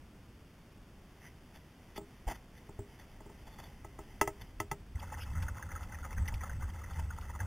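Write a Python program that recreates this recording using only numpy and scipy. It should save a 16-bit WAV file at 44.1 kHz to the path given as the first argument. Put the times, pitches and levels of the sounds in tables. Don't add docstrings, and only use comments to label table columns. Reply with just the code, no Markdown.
import sys
import numpy as np
from scipy import signal
from scipy.fft import rfft, irfft, next_fast_len
from scipy.io import wavfile
from scipy.ndimage import uniform_filter1d, map_coordinates

SR = 44100
rng = np.random.default_rng(int(sys.argv[2]) if len(sys.argv) > 2 else 0)


def to_wav(sig):
    pcm = np.clip(np.atleast_2d(sig), -1, 1) * 32767
    pcm = np.round(pcm).astype(np.int16)
    wavfile.write(sys.argv[1], SR, pcm.T)


N = 328986
TIME = np.arange(N) / SR
GLIDE_S, GLIDE_FADE_S = 4.935, 0.055

# (frequency [Hz], level [dB])
RUB_SPECTRUM = [(100, 3.5), (400, -5.5), (520, -6), (880, -2), (1120, -15), (1300, -15), (1480, -14),
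                (1750, -8.5), (2020, -2.5), (2420, -18), (2620, -7.5), (2830, -14), (3100, -6.5),
                (3600, -29), (3900, -17)]
# (frequency [Hz], level [dB])
WATER_SPECTRUM = [(150, -12.5), (400, -14.5), (530, -0.5), (660, -8.5), (860, 3.5), (1160, -9.5),
                  (1290, -1.5), (1650, -10), (2060, -1.5), (2330, -26.5), (2480, -42), (2610, -7.5),
                  (2750, -20.5), (3550, -17.5), (3800, -35)]


def amp(db):
    return 10 ** (np.asarray(db) / 20)


def unit(x):
    return x / np.sqrt(np.mean(x ** 2) + 1e-20)


def filtered(x, response):
    size = next_fast_len(len(x) + SR // 4)
    return irfft(rfft(x, size) * response(np.fft.rfftfreq(size, 1 / SR)), size)[:len(x)]


def coloured(x, spectrum):
    points_hz, db = np.transpose(spectrum)
    return unit(filtered(x, lambda hz: amp(np.interp(np.log(hz + 1), np.log(points_hz), db))))


def hump(hz, centre_hz, octaves):
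    return np.exp(-(np.log2((hz + 1) / centre_hz) / octaves) ** 2 / 2)


def band(x, centre_hz, octaves):
    return unit(filtered(x, lambda hz: hump(hz, centre_hz, octaves)))


def wobble(rate):
    return map_coordinates(rng.standard_normal(int(N * rate / SR) + 4), [TIME * rate])


def fade(t, t60):
    return np.exp(-np.log(1000) * t / t60)


def swell(t, peak_at):
    return (t / peak_at * np.exp(1 - t / peak_at)) ** 2


def bell(t, middle, half):
    return np.exp(-((t - middle) / half) ** 2 / 2)


def add(track, s, sound):
    part = track[max(round(s * SR), 0):][:len(sound)]
    part += sound[:len(part)]


def still_air(hush_db=-58, rumble_hz=44):
    # (frequency [Hz], level [dB])
    hush_spectrum = [(20, -13.5), (120, -10.5), (200, -9.5), (320, -15), (480, -21), (1400, -27),
                     (3600, -32), (3900, -39)]
    # (time [s], level [dB])
    rumble_levels = [(0, -59), (1.8, -62), (2.1, -59), (4.85, -52), (5.2, -51), (7.46, -52)]
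    hush = amp(hush_db) * coloured(rng.standard_normal(N), hush_spectrum)
    rumble = band(rng.standard_normal(N), rumble_hz, octaves=1)
    return hush + amp(np.interp(TIME, *np.transpose(rumble_levels))) * rumble


def grip(start_s=1.0, end_s=4.55, midway_db=-65.5, firming_db_per_s=2.6, uneven_db=2.5):
    held = uniform_filter1d(1.0 * (TIME > start_s) * (TIME < end_s), size=SR // 10)
    db = midway_db + firming_db_per_s * (TIME - (start_s + end_s) / 2) + uneven_db * wobble(rate=14)
    return held * amp(db) * coloured(rng.standard_normal(N), RUB_SPECTRUM)


def scuffs(grain_db=3, boost_db=9, squeak_hz=3470):
    # (peak time [s], half length [s], rub level [dB], boosted frequency [Hz], squeak against rub [dB])
    strokes = [(1.255, 0.03, -56.5, 1850, -29), (1.559, 0.012, -57, 1700, -12),
               (1.971, 0.0093, -49, 3040, -4.5), (2.284, 0.0075, -37.5, 830, -38),
               (2.311, 0.014, -39.5, 1020, -25), (2.358, 0.015, -54.5, 1500, -14),
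               (2.574, 0.019, -60, 1700, -12), (3.012, 0.02, -57.5, 1350, -16),
               (3.482, 0.0086, -52.5, 850, -20), (3.52, 0.045, -59.5, 1180, -7),
               (3.6, 0.013, -51, 1090, -11.5), (3.648, 0.02, -54.5, 1090, -10.5),
               (4.419, 0.0074, -50, 1300, -11)]
    out, t = np.zeros(N), np.arange(SR // 3) / SR
    middle = t.mean()
    for s, half, db, centre_hz, squeak_db in strokes:
        roughness = np.interp(t, np.linspace(0, t[-1], 130), rng.standard_normal(130))
        grains = rng.standard_normal(len(t)) * amp(grain_db * roughness)
        rub = coloured(grains, RUB_SPECTRUM)
        rub = unit(filtered(rub, lambda hz: amp(boost_db * hump(hz, centre_hz, octaves=0.52))))
        squeak = amp(squeak_db) * band(grains, squeak_hz, octaves=0.035)
        add(out, s - middle, amp(db) * bell(t, middle, half) * (rub + squeak))
    return out


def knocks(thud_hz=125, rattle_db=-12.5, vary_db=2.14, softness=2.9):
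    # (time [s], ring peak [dB], brightness [Hz], thud against ring [dB])
    hits = [(1.96, -40, 4500, -20), (1.977, -32.5, 900, -28), (2.011, -45, 450, -18),
            (2.69, -42.5, 640, -4), (2.789, -33.5, 390, -2), (3.204, -45, 800, -9),
            (3.260, -40.5, 480, -12), (3.296, -43.5, 650, -21), (3.586, -42.5, 4100, 0),
            (3.846, -39, 1200, -2.5), (3.988, -35, 1140, -14), (4.2123, -14.5, 5330, -21.5),
            (4.275, -24, 2630, -12), (4.601, -22.5, 6000, -14), (4.714, -24, 4850, -9.5)]
    # (pitch [Hz], level [dB], time to fade by 60 dB [s])
    case_tones = [(322.8, -15.5, 0.13), (403.6, -12.5, 0.21), (631, -15.5, 0.11), (812, -5, 0.045),
                  (901, -4.5, 0.059), (1027, -8.5, 0.037), (1295, -5.5, 0.069), (1660, -10, 0.024),
                  (2012, -1.5, 0.041), (2720, -15, 0.044), (3273, -13, 0.043), (3555, -19, 0.048)]
    out, t = np.zeros(N), np.arange(SR // 3) / SR
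    hz, db, t60 = np.transpose(case_tones)[:, :, None]
    directions = (-1) ** np.arange(len(case_tones))[:, None]
    tones = directions * amp(db) * np.sin(2 * np.pi * hz * t) * fade(t, t60)
    for s, peak_db, bright_hz, thud_db in hits:
        ring = amp(vary_db * rng.standard_normal(len(case_tones))) @ tones
        ring += amp(rattle_db) * coloured(rng.standard_normal(len(t)), RUB_SPECTRUM) * fade(t, 0.12)
        ring = filtered(ring, lambda f: 1 / (1 + 1j * f / bright_hz) ** softness)
        pitch = thud_hz * np.exp(rng.normal(0, 0.1))
        thud = np.sin(2 * np.pi * pitch * t) * fade(t, 0.1) * (1 - fade(t, 0.013))
        add(out, s, amp(peak_db) * (ring / np.abs(ring).max() + amp(thud_db) * thud))
    return out


def sway(start_s=2.265, peak_db=-28, hz=42):
    out, t = np.zeros(N), np.arange(SR // 3) / SR
    add(out, start_s, amp(peak_db) * np.sin(2 * np.pi * hz * t) * swell(t, peak_at=0.012))
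    return out


def gliding():
    return np.clip((TIME - GLIDE_S) / GLIDE_FADE_S, 0, 1)


def hull(boom_db=-45.5, evenness=0.51):
    # (frequency [Hz], level [dB])
    hull_spectrum = [(20, -11.5), (45, -9), (62, -4), (75, 2.5), (92, -1), (115, -16.5), (160, -18),
                     (230, -25), (400, -47.5), (800, -88)]
    # (peak time [s], half length [s], level [dB])
    ripples = [(4.967, 0.012, -37), (5.402, 0.079, -34.5), (6.205, 0.031, -30), (6.33, 0.049, -35.5),
               (6.608, 0.083, -37.5), (7.02, 0.067, -37.5), (7.428, 0.02, -35.5)]
    boom = coloured(rng.standard_normal(N), hull_spectrum)
    strength = np.abs(uniform_filter1d(boom ** 2, SR // 16)) + 1e-6
    even_boom = unit(boom / strength ** (evenness / 2))
    ripple_power = sum((amp(db) * bell(TIME, s, half)) ** 2 for s, half, db in ripples)
    return np.sqrt((amp(boom_db) * gliding()) ** 2 + ripple_power) * even_boom


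def bubble(t, hz, rise_s, bend):
    pitch = hz * (1 + bend * np.tanh(t / rise_s - 1))
    return swell(t, rise_s) * np.sin(2 * np.pi * np.cumsum(pitch) / SR)


def trickle(bubbles_per_s=400, base_db=-53.5, easing_db_per_s=0.92, gush_db=4):
    crowd, t = np.zeros(N), np.arange(SR // 80) / SR
    for when, highness, faintness in rng.random((int(bubbles_per_s * N / SR), 3)):
        db = -5 * np.log(faintness + 0.027)
        add(crowd, when * N / SR, amp(db) * bubble(t, 900 + 2700 * highness, rise_s=0.0015, bend=0.022))
    bubbles = amp(-4.5) * coloured(crowd, WATER_SPECTRUM)
    rustle = amp(-4) * coloured(rng.standard_normal(N), WATER_SPECTRUM)
    flow_db = base_db - easing_db_per_s * (TIME - GLIDE_S) + gush_db * wobble(rate=50)
    return gliding() * amp(flow_db) * (bubbles + rustle)


def chirps(roughness=0.11):
    # (time [s], length [s], first pitch [Hz], last pitch [Hz], peak level [dB])
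    sliding_bubbles = [(4.99, 0.022, 3880, 2650, -50), (5.184, 0.075, 2330, 3450, -48),
                       (6.172, 0.02, 1354, 2220, -41.5)]
    out = np.zeros(N)
    for s, length, first_hz, last_hz, db in sliding_bubbles:
        pitch = np.geomspace(first_hz, last_hz, int(length * SR))
        pitch *= 1 + roughness * unit(uniform_filter1d(rng.standard_normal(len(pitch)), size=30))
        add(out, s, amp(db) * np.hanning(len(pitch)) * np.sin(2 * np.pi * np.cumsum(pitch) / SR))
    return out


def small_plops(per_s=12, db=-45, spread_db=1.5, middle_hz=1536, octaves=0.414):
    slots = np.arange(GLIDE_S + GLIDE_FADE_S, N / SR, 1 / per_s)
    late, faintness, highness = rng.standard_normal((len(slots), 3)).T
    times = slots + np.abs(late) / per_s
    return zip(times, db - spread_db * faintness, middle_hz * 2 ** (octaves * highness))


def plops(rise_cycles=5.7, bend=0.015, spray_count=5):
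    # (time [s], base level [dB], pitch [Hz])
    loud_plops = [(5.025, -38.5, 883), (5.121, -37, 856), (5.139, -39, 1820), (5.35, -40, 1330),
                  (5.426, -36.5, 1530), (5.482, -32, 1460), (5.624, -34.5, 1677), (5.688, -41, 1350),
                  (5.714, -38, 1980), (5.758, -35, 1280), (5.944, -38, 1880), (6.028, -41, 1420),
                  (6.047, -33, 1270), (6.281, -32, 1950), (6.319, -40, 930), (6.407, -38.5, 1920),
                  (6.434, -32.5, 1297), (6.494, -35, 1520), (6.621, -38.5, 1187), (6.985, -37.5, 904),
                  (7.104, -36, 1460), (7.402, -31.5, 1710)]
    out, splash, t = np.zeros(N), np.zeros(N), np.arange(SR // 12) / SR
    for s, db, hz in [*loud_plops, *small_plops()]:
        rise_s = rise_cycles / hz
        add(out, s, amp(db - 5) * bubble(t, hz, rise_s, bend * rng.normal()))
        for delay, highness, slide in rng.standard_normal((spray_count, 3)):
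            spray = bubble(t, hz * np.exp(0.18 * highness), rise_s=0.0018, bend=bend * slide)
            add(out, s + 0.008 * abs(delay), amp(db - 12) * spray)
        add(splash, s, amp(db - 18) * fade(t, 0.16) * (1 - fade(t, 0.0026)))
    return out + splash * coloured(rng.standard_normal(N), WATER_SPECTRUM)


def smacks(centre_hz=2900):
    # (time [s], level [dB])
    droplets = [(5.425, -46.5), (5.832, -53), (6.278, -42.5), (6.341, -44), (6.935, -54.5), (7.212, -54)]
    bursts, t = np.zeros(N), np.arange(SR // 10) / SR
    for s, db in droplets:
        add(bursts, s, amp(db) * fade(t, t60=0.046))
    return bursts * band(rng.standard_normal(N), centre_hz, octaves=0.46)


def scene():
    case = still_air() + grip() + scuffs() + knocks() + sway()
    kayak = hull() + trickle() + chirps() + plops() + smacks()
    return np.array([case + kayak] * 2)


def record(dry, cutoff_hz=3760, camera_hz=8000, top_hz=15800, treble_db=2, hiss_db=-77):
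    narrow = filtered(dry.mean(axis=0), lambda hz: 1 / np.sqrt(1 + (hz / cutoff_hz) ** 50))
    samples = signal.resample_poly(narrow, camera_hz, SR, window=('kaiser', 3))
    steps = signal.resample_poly(np.repeat(samples, 6), SR, 6 * camera_hz)[:N]
    channels = []
    for noise in rng.standard_normal((2, N)):
        hissy = steps + amp(hiss_db) * band(noise, centre_hz=2500, octaves=0.76)
        channels.append(filtered(hissy, lambda hz: amp(treble_db * (hz / top_hz) ** 2) * (hz < top_hz)))
    return np.array(channels)


dry = scene()
out = record(dry)
to_wav(out)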